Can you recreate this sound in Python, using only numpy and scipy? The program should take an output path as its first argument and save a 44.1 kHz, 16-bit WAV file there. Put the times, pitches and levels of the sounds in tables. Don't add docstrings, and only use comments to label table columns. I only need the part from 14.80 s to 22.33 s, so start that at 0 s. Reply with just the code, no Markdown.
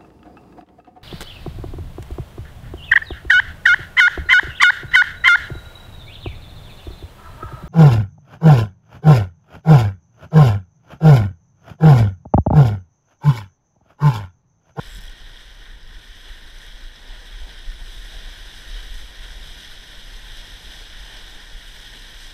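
import sys
import numpy as np
from scipy import signal
from scipy.fft import rfft, irfft, next_fast_len
from scipy.io import wavfile
from scipy.ndimage import uniform_filter1d

SR = 44100
rng = np.random.default_rng(int(sys.argv[2]) if len(sys.argv) > 2 else 0)


def unload_wav(signal):
    wavfile.write(
        sys.argv[1],
        SR,
        np.round(np.clip(np.atleast_2d(signal).T, -1, 1) * 32767).astype(np.int16),
    )


def to_linear_factor(level_db):
    exponent = np.asarray(level_db, float) / 20
    return 10 ** exponent


N = 332073
TIME = np.arange(N) / SR
FREQ = np.fft.rfftfreq(next_fast_len(N), 1 / SR) + 1e-3
STEPS = np.arange(0, N + 64, 64) / SR


def unit(x):
    return x / np.sqrt(np.mean(x ** 2))


def colour(x, gain):
    size = next_fast_len(N)
    return irfft(rfft(x, size) * gain, size)[..., :N]


def shape(table):
    hz, db = np.transpose(table)
    return to_linear_factor(np.interp(np.log(FREQ), np.log(hz), db))


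def above(hz):
    return 1 / (1 + (hz / FREQ) ** 10)


def walk(rate):
    hold = max(int(SR / rate), 1)
    levels = np.repeat(rng.standard_normal(N // hold + 1), hold)
    return unit(uniform_filter1d(levels, hold)[:N])


def curves(table):
    s, *cols = np.transpose(table)
    return [np.interp(TIME, s, c) for c in cols]


def bumps(times, size, half_s):
    bells = np.exp(-((STEPS[:, None] - times) / half_s) ** 2)
    return np.interp(TIME, STEPS, bells @ size)


def spikes(times, size):
    x = np.zeros(N)
    at = (np.asarray(times) * SR).astype(int).clip(0, N - 1)
    np.add.at(x, at, size)
    return x


def ring(x, hz, t60):
    pole = np.exp(2j * np.pi * hz / SR - np.log(1000) / (t60 * SR))
    return signal.lfilter([1], [1, -pole], x).imag


def burst(times, db, length_s):
    tail = np.exp(-np.arange(400) / (length_s * SR))
    return np.convolve(spikes(times, to_linear_factor(db)), tail)[:N] * rng.standard_normal(N)


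def pings(times, db, hz, length_s):
    after = np.arange(600) / SR
    swell = np.e * after / length_s * np.exp(-after / length_s)
    out = np.zeros(N)
    for t, gain, f in zip(times, to_linear_factor(db), hz):
        start = int(t * SR)
        out[start:start + len(after)] += gain * swell * np.sin(2 * np.pi * f * after)
    return out


def froth(grain_db, flicker_db, shared):
    level = grain_db * walk(900) + flicker_db * walk(25) + shared
    return rng.standard_normal(N) * to_linear_factor(level)


def level_db(hz, db, slope):
    # time in seconds, change of the foam in dB.
    speed = [(0.0, -0.1), (0.3, -3), (0.62, -3), (1.03, -6.5), (1.47, -1.3), (2.15, -2.7), (2.6, -1.0),
             (3.0, -0.5), (3.25, 1.2), (3.9, 2.5), (4.35, 0.4), (4.8, 1.6), (5.2, 1.2), (5.9, 2.5),
             (6.3, 2.5), (6.75, -0.1), (7.2, 2.5), (7.53, -0.2)]
    # time in seconds, half length in seconds,
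    # lift (or hush) in dB, pitch in Hz.
    waves = [(0.726, 0.09, -4, 230), (1.04, 0.15, 3.5, 140), (1.31, 0.1, -4.2, 550), (1.55, 0.09, -3, 230),
             (2.367, 0.11, 4, 800), (2.666, 0.07, 2.0, 550), (3.07, 0.09, 1.5, 370), (3.39, 0.05, 3.5, 140),
             (3.51, 0.13, 1.5, 1200), (3.97, 0.024, 3, 550), (4.34, 0.09, 2.5, 1200),
             (4.46, 0.16, 2.5, 550), (4.71, 0.21, 2.5, 139), (5.506, 0.05, 3.5, 140),
             (5.78, 0.09, 2.6, 140), (6.38, 0.17, 3.2, 800), (6.516, 0.037, -3, 900),
             (6.692, 0.19, 2.5, 800), (6.91, 0.09, -1.5, 230), (7.153, 0.03, 7, 230)]
    sheets = [(0.43, 0.05, -2.1, 11500), (0.576, 0.05, 2, 3400), (0.87, 0.054, 3.5, 1800),
              (1.22, 0.05, 2, 8000), (1.485, 0.026, 3.3, 2500), (1.61, 0.05, -3, 5500),
              (1.843, 0.062, 3, 1800), (1.84, 0.05, 3.5, 11500), (2.15, 0.026, 2.5, 3400),
              (2.333, 0.05, 3, 3400), (2.53, 0.05, 1, 2500), (2.7, 0.22, 0.5, 10000),
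              (2.763, 0.026, 2.5, 1800), (3.14, 0.22, 2.5, 11500), (3.444, 0.1, -1, 8000),
              (3.973, 0.068, 2.5, 2500), (4.2, 0.054, 4, 11500), (4.47, 0.054, 2.5, 8000),
              (4.465, 0.044, 4.5, 1800), (4.74, 0.1, 2, 11500), (4.82, 0.058, 1.8, 3400),
              (5.574, 0.036, 3, 5500), (5.75, 0.046, 1, 2500), (5.93, 0.1, 1, 11500),
              (6.124, 0.079, -3.5, 11500), (6.417, 0.15, 1.5, 3400), (6.5, 0.05, 1.5, 11500),
              (6.9, 0.15, 2.8, 11500), (7.446, 0.07, 6, 8000)]
    reach_octaves, force = 1.01, 0.96
    s, half_s, wave_db, wave_hz = np.transpose(waves + sheets)
    near = np.exp(-(np.log2(hz / wave_hz) / reach_octaves) ** 2)
    return db + slope * curves(speed)[0] + bumps(s, force * wave_db * near, half_s)


def case_gain():
    # resonance in Hz, width in Hz, level in dB.
    resonances = [(1054, 110, -12.5), (1198, 97, -14.5), (1551, 297, -3.5), (1848, 315, -1),
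                  (2287, 560, -7), (2920, 200, -5.5), (3290, 630, 0.5), (3774, 630, -1), (4297, 100, -7),
                  (5030, 690, -8.5), (5460, 430, -10.5), (6020, 590, -10), (7000, 550, -21),
                  (7890, 820, -20), (8980, 1000, -19.5), (10230, 1300, -26.5), (11800, 500, -28),
                  (12700, 1200, -26), (13900, 1500, -30), (15100, 900, -28.5)]
    power = sum(to_linear_factor(db) ** 2 / (1 + (2 * (FREQ - hz) / w) ** 2) ** 2 for hz, w, db in resonances)
    return np.sqrt(power)


def wind():
    # time in seconds, buffet level in dB.
    gusts = [(0.0, -34), (0.84, -43.5), (1.67, -43), (2.51, -36), (3.35, -36.0), (4.18, -29.5), (5.02, -40),
             (5.86, -35.0), (6.69, -43), (7.53, -41.5)]
    # time in seconds, rise in dB.
    thumps = [(0.27, 4), (0.46, 2.5), (0.84, 4.6), (0.93, 12), (1.07, 8.5), (1.17, 9), (1.31, 5),
              (1.51, 11), (1.64, 8), (1.77, 7), (1.95, 6), (2.05, 11), (2.33, 8), (2.63, 10), (2.89, 11),
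              (3.04, 6), (3.35, 3), (3.42, 3), (3.9, 1.5), (4.42, 2.5), (4.91, 0), (4.99, 2.5), (5.37, 6.2),
              (6.19, 0.5), (6.55, 4.5), (6.75, 9), (6.89, 8), (7.31, 5.7), (7.45, 5.1)]
    # time in seconds, change of level in dB.
    lulls = [(0.04, -10.9), (0.37, -16), (0.59, -7), (1.23, -7.2), (1.99, -5), (2.16, -9), (2.43, -5.2),
             (2.73, -4), (3.12, -2), (3.56, -11), (3.65, -7), (3.73, -14), (3.84, -14), (4.04, -5.5),
             (4.27, -8), (4.35, -19), (4.47, -5), (4.76, -5.6), (4.83, -18), (5.05, -14), (5.13, -6),
             (5.68, -14), (5.81, -14), (5.93, -10), (6.01, -3), (6.09, -6), (6.31, -7.8), (6.59, -2)]
    # frequency in Hz, level in dB per Hz.
    buffet = [(5.9, -42), (10, 6), (22, -3), (38, 4.5), (51, -2.5), (75, -26), (98, -59), (160, -120)]
    thump_s, lull_s = 0.027, 0.034
    eddy_hz, eddy_hz_per_db = 30.8, 0.32
    gust_db = curves(gusts)[0]
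    rate = eddy_hz + eddy_hz_per_db * (gust_db + 36) + 0.907 * walk(5.4)
    gust_db = gust_db + bumps(*np.transpose(thumps), thump_s) + bumps(*np.transpose(lulls), lull_s)
    turns = np.cumsum(rate * (1.02 + 0.1406 * walk(40))) / SR
    eddies = np.sin(2 * np.pi * turns) + 0.67 * unit(colour(rng.standard_normal(N), shape(buffet)))
    size = uniform_filter1d(eddies ** 2, int(0.077 * SR))
    size = uniform_filter1d(size, int(0.019 * SR))
    pressure = eddies / np.sqrt(size + 0.24) * to_linear_factor(gust_db + 0.96 * walk(15) + 1.5)
    return colour(pressure, 1 - above(75.0))


def hull():
    # frequency in Hz, level in dB per Hz.
    skin = [(38, -40), (65, -3.5), (92, -11), (214, -16.5), (545, -18.5), (1000, -19), (1300, -65),
            (2200, -120)]
    # time in seconds, half length in seconds, pitch in Hz, level in dB.
    slaps = [
        (3.352, 0.051, 681, -52.5),
        (3.965, 0.027, 483, -59),
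        (6.349, 0.09, 855, -57),
    ]
    surge = walk(30)
    body = shape(skin)
    drum = colour(froth(0.44, 0.45, 0.54 * surge), body * (1 - above(246.0)))
    wash = colour(froth(0.84, 0.28, 0.91 * surge), body * (above(224.0) - above(560.0)))
    gurgle = colour(froth(1.7, 0.53, 0.83 * surge), body * above(486.0))
    out = unit(drum) * to_linear_factor(level_db(140, -57, 0.55) + 2.3)
    out = out + unit(wash) * to_linear_factor(level_db(390, -60, 0.37) + 0.4)
    out = out + unit(gurgle) * to_linear_factor(level_db(630, -59, 0.48) + 0.2)
    for s, half_s, hz, db in slaps:
        hollow = colour(froth(2.3, 1.6, 0), 1 / (1 + ((FREQ - hz) / (0.31 * hz)) ** 2))
        out = out + unit(hollow) * to_linear_factor(db) * np.exp(-((TIME - s) / half_s) ** 2)
    return out


def water():
    splash = 0.5 * walk(70) + 0.5 * walk(22) + 1.0 * walk(300)
    case = case_gain()
    bow = colour(froth(0.55, 0.28, 0.72 * splash), case * (1 - above(2183.0)))
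    foam = colour(froth(1.23, 0.4, 0.51 * splash), case * (above(2060.0) - above(4250.0)))
    mist = colour(froth(1.0, 0.49, 0.58 * splash), case * (above(4080.0) - above(6510.0)))
    spray = colour(froth(0.92, 0.48, 0.6 * splash), case * (above(6660.0) - above(9800.0)))
    fine = colour(froth(1.3, 0.51, 1.1 * splash), case * above(8600.0))
    out = unit(bow) * to_linear_factor(level_db(1660, -50, 0.56) + 0.32)
    out = out + unit(foam) * to_linear_factor(level_db(3600, -47, 0.96) + 0.14)
    out = out + unit(mist) * to_linear_factor(level_db(5200, -53, 1.1))
    out = out + unit(spray) * to_linear_factor(level_db(8000, -61.5, 1.25) + 0.78)
    return out + unit(fine) * to_linear_factor(level_db(13000, -69.5, 1.05) + 4.0)


def port():
    # time in seconds, half length in seconds,
    # sag in Hz, loss in dB.
    wet = [
        (.2, .14, 220.5, 3.0),
        (2.3, .3, 59, 3),
        (2.8, 0.24, 379.5, 1),
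        (4.47, 0.079, 20.5, 2),
        (6.9, .7, -30, 2.5),
    ]
    s, half_s, sag_hz, loss_db = np.transpose(wet)
    hz = 11300 - bumps(s, sag_hz, half_s) + 45.0 * walk(4)
    turn = 2 * np.pi * np.cumsum(hz) / SR
    narrow = 1 / (1 + (FREQ / 430.) ** 2)
    a = colour(froth(1.5, .7, 0), narrow)
    b = colour(froth(1.5, .7, 0), narrow)
    carried = a * np.cos(turn) + b * np.sin(turn)
    return unit(carried) * to_linear_factor(level_db(10000, -67.5, 1.4) - bumps(s, loss_db, half_s))


def ratchet():
    # time in seconds, peak in dB, ring of the tooth in Hz.
    teeth = [(0.0124, -48, 12000), (0.0323, -45.5, 12100), (0.0464, -52, 12400), (0.0598, -47, 12100),
             (0.0722, -43, 10800), (0.0835, -47, 11000), (0.094, -49, 11000), (0.1022, -45, 12100),
             (0.1104, -49, 11200), (0.1194, -46, 11300), (0.127, -49, 10600), (0.134, -48, 11200),
             (0.1417, -47, 13100), (0.1486, -40, 13200), (0.1565, -49, 13000), (0.1613, -46, 13300),
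             (0.1688, -40, 10600), (0.1763, -47, 10600), (0.1818, -45, 10700), (0.1878, -49, 12100),
             (0.208, -44, 12300), (0.2155, -44, 10500), (0.222, -48, 12300), (0.229, -50, 12100),
             (0.237, -44, 13500), (0.2444, -49, 13500), (0.2534, -47, 12400), (0.2654, -50, 11400),
             (0.2773, -49, 11300), (0.2967, -48, 12300)]
    # pitch in Hz, 60 dB decay in seconds, level in dB.
    side_rings = [
        (8730, 0.0032, 1),
        (10500, .006, -7),
        (12100, .005, -6),
        (13300, .005, -5),
    ]
    run_s, run_half_s, pawl_db, pawl_run_db = 0.12, 0.085, -62, 13.5
    load_s, cheek_db, cheek_load_db = 0.15, -53.5, 4
    tight_s, cheek_hz, tight_hz = .243, 5370, 5800
    slow_db_per_ms = 0.39
    s, peak_db, tooth_hz = np.transpose(teeth)
    chance = rng.standard_normal((len(s), 3)).T
    pawl_db = pawl_db + pawl_run_db * np.exp(-((s - run_s) / run_half_s) ** 2) + 1.5 * chance[0]
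    cheek_db = cheek_db + cheek_load_db / (1 + np.exp((load_s - s) / .012)) + 1.2 * chance[1]
    cheek_hz = np.where(s < tight_s, cheek_hz, tight_hz) * (1 + .015 * chance[2])
    scrape = colour(burst(s, peak_db - 1.0, .0024), above(5600.0) - above(13900.))
    sides = sum(ring(burst(s, peak_db + db - 16.5, 0.0017), hz, t60) for hz, t60, db in side_rings)
    pawl = pings(s, pawl_db + 3.0, np.full_like(s, 7700), 0.00083)
    tooth = pings(s, peak_db - 10.0, tooth_hz, 0.00088)
    cheek = pings(s, cheek_db + 0.5, cheek_hz, .0013) * to_linear_factor(2.0 * walk(900))
    wait_ms = 1000 * np.gradient(s)
    knock = colour(burst(s, cheek_db + 10.0 + slow_db_per_ms * wait_ms, 0.0013), case_gain())
    shake = spikes(s, np.exp(-((s - .175) / 0.047) ** 2) * to_linear_factor(3.7 * rng.standard_normal(len(s))))
    deck = to_linear_factor(-45.5) * ring(shake, 113.0, 0.084) + to_linear_factor(-48.0) * ring(shake, 174.0, 0.065)
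    return scrape + sides + pawl + tooth + cheek + knock + deck


def drops():
    # time in seconds, peak in dB, ring in Hz, tick in dB.
    strikes = [(1.03, -42, 5000, -61), (1.075, -42, 5110, -65), (1.1453, -42, 5460, -64),
               (1.7853, -38, 6000, -58), (1.8654, -43, 6020, -53), (2.0394, -38, 5090, -59),
               (2.159, -38, 5170, -61), (2.2767, -40, 5140, -58), (2.7294, -41, 4880, -56),
               (2.7894, -43, 5450, -57), (4.1435, -42, 5163, -49), (4.155, -40, 6000, -57),
               (5.3667, -40, 6010, -58), (5.5727, -39, 5030, -53), (6.1394, -41, 5214, -57),
               (6.3704, -32, 5140, -56), (7.3452, -44, 6010, -59)]
    # time in seconds, peak in dB, ring in Hz.
    blows = [
        (0.0124, -34, 3290),
        (0.1555, -31.5, 3800),
        (0.2803, -31, 3220),
        (0.5731, -34, 3240),
    ]
    s, peak_db, hz, tick_db = np.transpose(strikes)
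    drop = pings(s, peak_db - 2.5, hz, 0.00065)
    tick = colour(burst(s, tick_db + 13.5, .0008), above(6500.) - above(13000.))
    knock = pings(*np.transpose(blows), 0.0015) * to_linear_factor(-5.0)
    return drop + tick + knock


def scene():
    return (wind() + hull() + water() + port() + ratchet() + drops())[None]


def band_limit(x):
    return signal.sosfilt(signal.butter(12, 15850, fs=SR, output="sos"), x)


def record(dry):
    mix = colour(dry, FREQ < 15290)
    return band_limit(mix)


dry = scene()
out = record(dry)
unload_wav(out)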